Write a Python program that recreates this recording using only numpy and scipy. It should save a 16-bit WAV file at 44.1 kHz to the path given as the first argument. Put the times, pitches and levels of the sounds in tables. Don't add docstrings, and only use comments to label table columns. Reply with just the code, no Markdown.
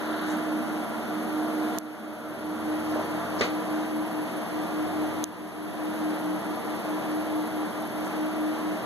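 import sys
import numpy as np
from scipy import signal
from scipy.fft import rfft, irfft, next_fast_len
from scipy.io import wavfile
from scipy.ndimage import uniform_filter1d, minimum_filter1d

SR = 44100
rng = np.random.default_rng(int(sys.argv[2]) if len(sys.argv) > 2 else 0)


def int16_out(signal):
    q = np.round(np.clip(np.atleast_2d(signal).T, -1, 1) * 32767)
    wavfile.write(sys.argv[1], SR, q.astype(np.int16))


N = 390285
TIME, FREQ = np.arange(N) / SR, np.fft.rfftfreq(N, 1 / SR)
TURN_START_S, TURN_SETTLE_S = 2.24, 0.68


def amp(db):
    return 10 ** (np.asarray(db) / 20)


def unit(x):
    return x / np.sqrt(np.mean(x ** 2) + 1e-20)


def read(points):
    hz, value = np.transpose(points)
    return np.interp(np.log(FREQ + 1), np.log(hz + 1), value)


def bell(x, centre, width):
    return 2 ** -np.minimum((2 * (x - centre) / width) ** 2, 100)


def noise(gain):
    size = next_fast_len(N)
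    shape = np.interp(np.fft.rfftfreq(size, 1 / SR), FREQ, gain)
    spectrum = rfft(rng.standard_normal((2, size))) * shape
    return unit(irfft(spectrum, size)[:, :N])


def drift(rate_hz):
    hz, t = np.geomspace(rate_hz / 10, rate_hz, 20)[:, None], TIME[::256]
    sines = np.sin(2 * np.pi * (hz * t + rng.random(hz.shape)))
    return np.interp(TIME, t, unit((sines / np.sqrt(hz)).sum(0)))


def ringing(s, hz, t60):
    age = np.maximum(TIME - s, 0)
    return np.sin(2 * np.pi * hz * age) * np.exp(-np.minimum(np.log(1000) * age / t60, 40))


def band(x, lo_hz, hi_hz):
    sos = signal.butter(3, [lo_hz, min(hi_hz, .45 * SR)], "bandpass", fs=SR, output="sos")
    return signal.sosfilt(sos, x)


def turned(at_panel, at_hatch):
    left_to_turn = np.exp(-np.maximum(TIME - TURN_START_S, 0) / TURN_SETTLE_S)
    return at_hatch + (at_panel - at_hatch) * left_to_turn


def standing_waves(depth_db, spacing_hz):
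    knots = np.arange(0, SR / 2, max(spacing_hz, 2))
    return depth_db * np.interp(FREQ, knots, rng.standard_normal(SR // 2)[:len(knots)])


def microphones(field, comb_hz=2590):
    # (frequency [Hz], angle [rad], 0 = nearly mono)
    bass_width = [(40, 0.97), (130, 0.91), (225, 0.69), (380, 0.59), (550, 0.42), (800, 0.38), (1300, 0.08)]
    angle = read(bass_width) + np.pi * np.maximum(FREQ / comb_hz - .5, 0)
    leak = .06
    share = np.sqrt((np.array([np.cos(angle), np.sin(angle)]) ** 2 + leak ** 2) / (1 + 2 * leak ** 2))
    mid, side = irfft(rfft(field) * share, N)
    return np.array([mid + side, mid - side])


def air(rush_db=-34.0, surge_db=0.45, boom_edge_hz=300, sway_rad=0.88):
    # (frequency [Hz], relative spectrum level [dB])
    duct_rush = [(30, -37), (65, -26.5), (140, -13.5), (200, -6), (280, -5.5), (420, -3), (540, -3.5),
                 (700, -1), (950, -3.5), (1350, -7), (2200, -13.5), (4200, -23), (7500, -30), (10000, -32),
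                 (13500, -30.5), (15200, -58)]
    # (frequency [Hz], width [Hz], lift [dB])
    vault = [(112, 10, 2.5), (136.2, 8.3, 6.5), (154, 14, -2), (185, 10, 8.5), (224, 35, 6), (340.5, 20, 5),
             (393, 14, 3), (426, 21, -4), (471.5, 38, 4), (480, 20, -5), (583, 28, 3), (619, 18, 3),
             (647, 9.3, 3.5), (679, 17, 5), (730, 53, 3.5), (757, 10, -2.5), (837, 20, 0.5), (977, 15, 4.5),
             (1013, 6.8, 3.5), (1185, 27, 2.5), (1730, 16, -2.5), (1933, 34, 2.5), (3320, 580, 1.5)]
    vault_db = read(duct_rush) + sum(db * bell(FREQ, hz, width) for hz, width, db in vault)
    here, there = (amp(vault_db + standing_waves(depth_db=2.2, spacing_hz=10)) for _ in range(2))
    low = 1 / (1 + (FREQ / boom_edge_hz) ** 8)
    above_boom = np.sqrt(1 - low)
    place = np.pi / 4 + sway_rad * drift(0.7014)
    rush = np.cos(place) * noise(here * above_boom) + np.sin(place) * noise(there * above_boom)
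    boom = noise(amp(vault_db) * np.sqrt(low))
    boom_db = np.array([turned(-39.5, -39.0), turned(-45.5, -40.0)])
    return rush * amp(rush_db + surge_db * drift(5.4)) + boom * amp(boom_db)


def fans(tone_db=1.0, octave_wander_rad=0.83, octave_lag_share=0.51, in_step_s=6.075):
    # (time [s], then frequency [Hz] and relative level [dB] of each of three fans)
    blade_tones = [(0, 304.70, -43.8, 308.62, -41.6, 309.56, -37.3),
                   (2, 304.87, -40.9, 308.53, -38.5, 309.30, -35.6),
                   (3.5, 304.81, -40.2, 308.72, -42.2, 309.70, -36.0),
                   (5, 304.82, -39.5, 308.68, -40.6, 309.57, -36.5),
                   (7, 304.80, -39.6, 308.58, -41.1, 309.39, -36.3),
                   (8.85, 304.86, -40.1, 308.55, -38.4, 309.55, -35.1)]
    # (time [s], level [dB] relative to the table above)
    octave_path = [(0, -21), (1.5, -17), (2.3, -9), (3.0, -14.5), (3.7, -20), (8.85, -17)]
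    sides = np.array([[1], [-1]])
    lag_rad, pan_db = turned(0.36, 1.42), turned(-3.5, 1.5)
    times, *columns = np.transpose(blade_tones)
    octave_db = np.interp(TIME, *np.transpose(octave_path))
    level_db = tone_db + sides * pan_db / 2 + .35 * drift(14)
    out = np.zeros((2, N))
    for speeds, levels in zip(columns[::2], columns[1::2]):
        phase = 2 * np.pi * np.cumsum(np.interp(TIME, times, speeds)) / SR
        db = np.interp(TIME, times, levels)
        phase = phase - phase[round(in_step_s * SR)] + .07 * drift(3)
        out += amp(db + level_db) * np.cos(phase - sides * lag_rad / 2)
        octave_phase = 2 * phase - sides * octave_lag_share * lag_rad / 2 + octave_wander_rad * drift(8)
        out += amp(db + octave_db) * np.cos(octave_phase)
    return np.sqrt(2) * out


def clicks():
    # (time [s], level of the louder side [dB], left over right [dB], top [Hz])
    snaps = [(1.7857, 0.5, -28, 16000), (1.7861, -10, 18, 16000), (1.7877, -20, -5, 16000),
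             (5.24085, -4, 6, 10900), (5.24116, -2.5, -26, 11100), (5.24147, -26, 16, 11000)]
    # (frequency [Hz], relative level [dB], t60 [s])
    body = [(3880, -5, 0.0022), (6400, 0, 0.0025), (8770, -7, 0.0038), (12000, 1, 0.0012)]
    snap = sum(amp(db) * ringing(0, hz, t60)[:256] for hz, db, t60 in body)
    blows = np.zeros((2, N))
    for s, db, pan_db, top_hz in snaps:
        tick, at = band(snap, lo_hz=3650, hi_hz=top_hz), round(s * SR)
        side_db = [[db + min(pan_db, 0)], [db - max(pan_db, 0)]]
        blows[:, at:at + len(tick)] += amp(side_db) * tick / abs(tick).max()
    return blows


def knock(knock_s=3.408, tail_db=-27.5, thump_db=-12, thump_rise_s=0.0035, crack_db=-18, crack_t60=0.0029):
    # (frequency [Hz], relative level [dB], t60 [s])
    thump_modes = [(258, -10, 0.08), (435, 1.5, 0.038), (533, -3, 0.035), (1980, -17, 0.061)]
    # (time [s], relative level [dB], pitch [Hz])
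    rattle = [(3.4105, -10, 6500), (3.414, -8, 4000), (3.416, -2, 1300), (3.418, -4, 3900),
              (3.426, -11, 1700), (3.4355, -2, 1900)]
    # (frequency [Hz], half width [Hz], relative level [dB], t60 [s])
    vault_ring = [(232, 150, 0.5, 0.16), (494, 89, -0.5, 0.3), (1350, 300, -5.5, 0.45), (2180, 570, 1, 0.3),
                  (3880, 1050, -3.5, 0.3), (6500, 1400, -11, 0.26)]
    age = np.maximum(TIME - knock_s, 0)
    ring = sum(noise(bell(FREQ, hz, 2 * width)) * amp(db) * np.exp(-np.log(1000) * age / t60)
               for hz, width, db, t60 in vault_ring)
    rough = unit(amp(1.2 * unit(uniform_filter1d(rng.standard_normal(N), size=70))))
    cracks = sum(amp(db) * ringing(s, hz, crack_t60) for s, db, hz in rattle)
    modes = sum(amp(db) * ringing(knock_s, hz, t60) for hz, db, t60 in thump_modes)
    thump = (1 - np.exp(-age / thump_rise_s)) * modes
    rise = 1 - np.exp(-age / .0007)
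    tail = microphones(band(amp(tail_db) * rise * rough * ring, lo_hz=120, hi_hz=11000))
    return tail + amp(thump_db) * thump + amp(crack_db) * cracks


def footfalls(rise_s=0.0045):
    # (time [s], level [dB])
    taps = [(2.954, -23), (2.990, -22.5)]
    # (frequency [Hz], relative level [dB], t60 [s])
    sole = [(470, -4, 0.065), (603, 2.5, 0.07), (930, -7, 0.05), (1400, -7, 0.04)]
    return sum(amp(step_db + db) * (1 - np.exp(-np.maximum(TIME - s, 0) / rise_s)) * ringing(s, hz, t60)
               for s, step_db in taps for hz, db, t60 in sole)


def grainy_bands(events, half_width_octaves, grain_db=2.0):
    grain = unit(amp(grain_db * unit(uniform_filter1d(rng.standard_normal(N), size=200))))
    swells = 0
    for s, length, db, hz in events:
        colour = bell(np.log2(FREQ + 1), np.log2(hz), 2 * half_width_octaves)
        swells = swells + amp(db) * bell(TIME, s, length / 2) * noise(colour)
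    return grain * swells


def soft_swells():
    # (crest time [s], length, twice that at half height [s], crest level [dB], centre [Hz])
    noise_swells = [(0.2, 0.75, -48.5, 3400), (0.22, 0.94, -40.5, 1450), (0.31, 0.16, -50, 6650),
                    (2.927, 0.27, -54, 4970), (2.943, 0.042, -37, 1450), (2.975, 0.12, -34, 805),
                    (3.24, 0.16, -39.5, 1190), (3.397, 0.028, -39, 5000), (8.06, .09, -52.5, 6500)]
    return grainy_bands(noise_swells, half_width_octaves=0.4)


def rustle(crest_s=3.31, length_s=0.71, level_db=-41, flutter_db=3.2):
    # (frequency [Hz], relative spectrum level [dB])
    cloth = [(30, -16), (130, 3), (500, 7.5), (1100, 5), (2000, -7), (4000, -15), (7000, -23), (12000, -38)]
    flutter = amp(level_db + flutter_db * drift(25))
    return flutter * bell(TIME, crest_s, length_s) * noise(amp(read(cloth)))


def bumps():
    # (crest time [s], length, twice that at half height [s], crest level [dB], centre [Hz])
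    hand_bumps = [(4.018, 0.05, -53, 60)]
    return grainy_bands(hand_bumps, half_width_octaves=0.76)


def insect(level_db=-51, waver_db=0.5):
    strokes = [(.24, .2, .6), (.47, .65, .65), (.6, .16, .45)]
    # (frequency [Hz], width [Hz], relative level [dB])
    rasp_bands = [(10630, 70, 5), (10760, 1560, 2), (11560, 90, -6), (11780, 140, -6)]
    cycle = (19.75 * TIME + .06 * drift(2)) % 1
    stroke = .65 + sum(strength * bell(cycle, place, length) for place, length, strength in strokes)
    colour = sum(amp(db) * bell(FREQ, hz, width) for hz, width, db in rasp_bands)
    rasp = noise(colour * amp(standing_waves(depth_db=3.0, spacing_hz=35.1)))
    return amp(level_db + waver_db * drift(1.92)) * unit(stroke) * rasp


def panel(level_db=-38):
    # (frequency [Hz], width [Hz], relative level [dB])
    corner = [(207.6, 7.9, 1), (223, 9, 6.5), (243, 11.6, 3.5), (382.7, 12, -1.5), (589.5, 22, -3),
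              (1390, 300, -11.5), (3410, 170, -38)]
    colour = sum(amp(db) * bell(FREQ, hz, width) for hz, width, db in corner)
    return amp(level_db) * turned(0.98, 0) * noise(colour)


def drone(rest_db=-65.5, hz=95.2, wander_rad=0.06):
    # (full from [s], full until [s], rms level [dB], rise time constant [s], fall time constant [s])
    drone_swells = [(2.7, 3.3, -55, 0.74, 0.28), (4.88, 5.25, -55.5, 0.1, 0.43)]
    swells = sum(amp(db) * np.exp(-np.maximum((s - TIME) / rise, (TIME - end) / fall).clip(0))
                 for s, end, db, rise, fall in drone_swells)
    tone = np.sin(2 * np.pi * hz * TIME + wander_rad * drift(2.0))
    return np.sqrt(2) * np.maximum(amp(rest_db), swells) * tone


def scene():
    diffuse = air() + soft_swells() + rustle() + bumps() + insect() + panel()
    return microphones(diffuse) + fans() + clicks() + knock() + footfalls() + drone()


def record(dry, ceiling_db=-9.5, recover_db_per_s=10.5, edge_hz=16000):
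    peak_db = 20 * np.log10(abs(dry).max(0) + 1e-9)
    recovery = TIME * recover_db_per_s
    held_db = np.maximum.accumulate(peak_db + recovery) - recovery
    over_db = np.maximum(held_db - ceiling_db, 0)
    gain_db = uniform_filter1d(minimum_filter1d(-over_db, size=89), size=89)
    low_pass = signal.firwin(511, edge_hz, window=("kaiser", 9), fs=SR)
    return signal.oaconvolve(dry * amp(gain_db), low_pass[None], "same")


dry = scene()
out = record(dry)
int16_out(out)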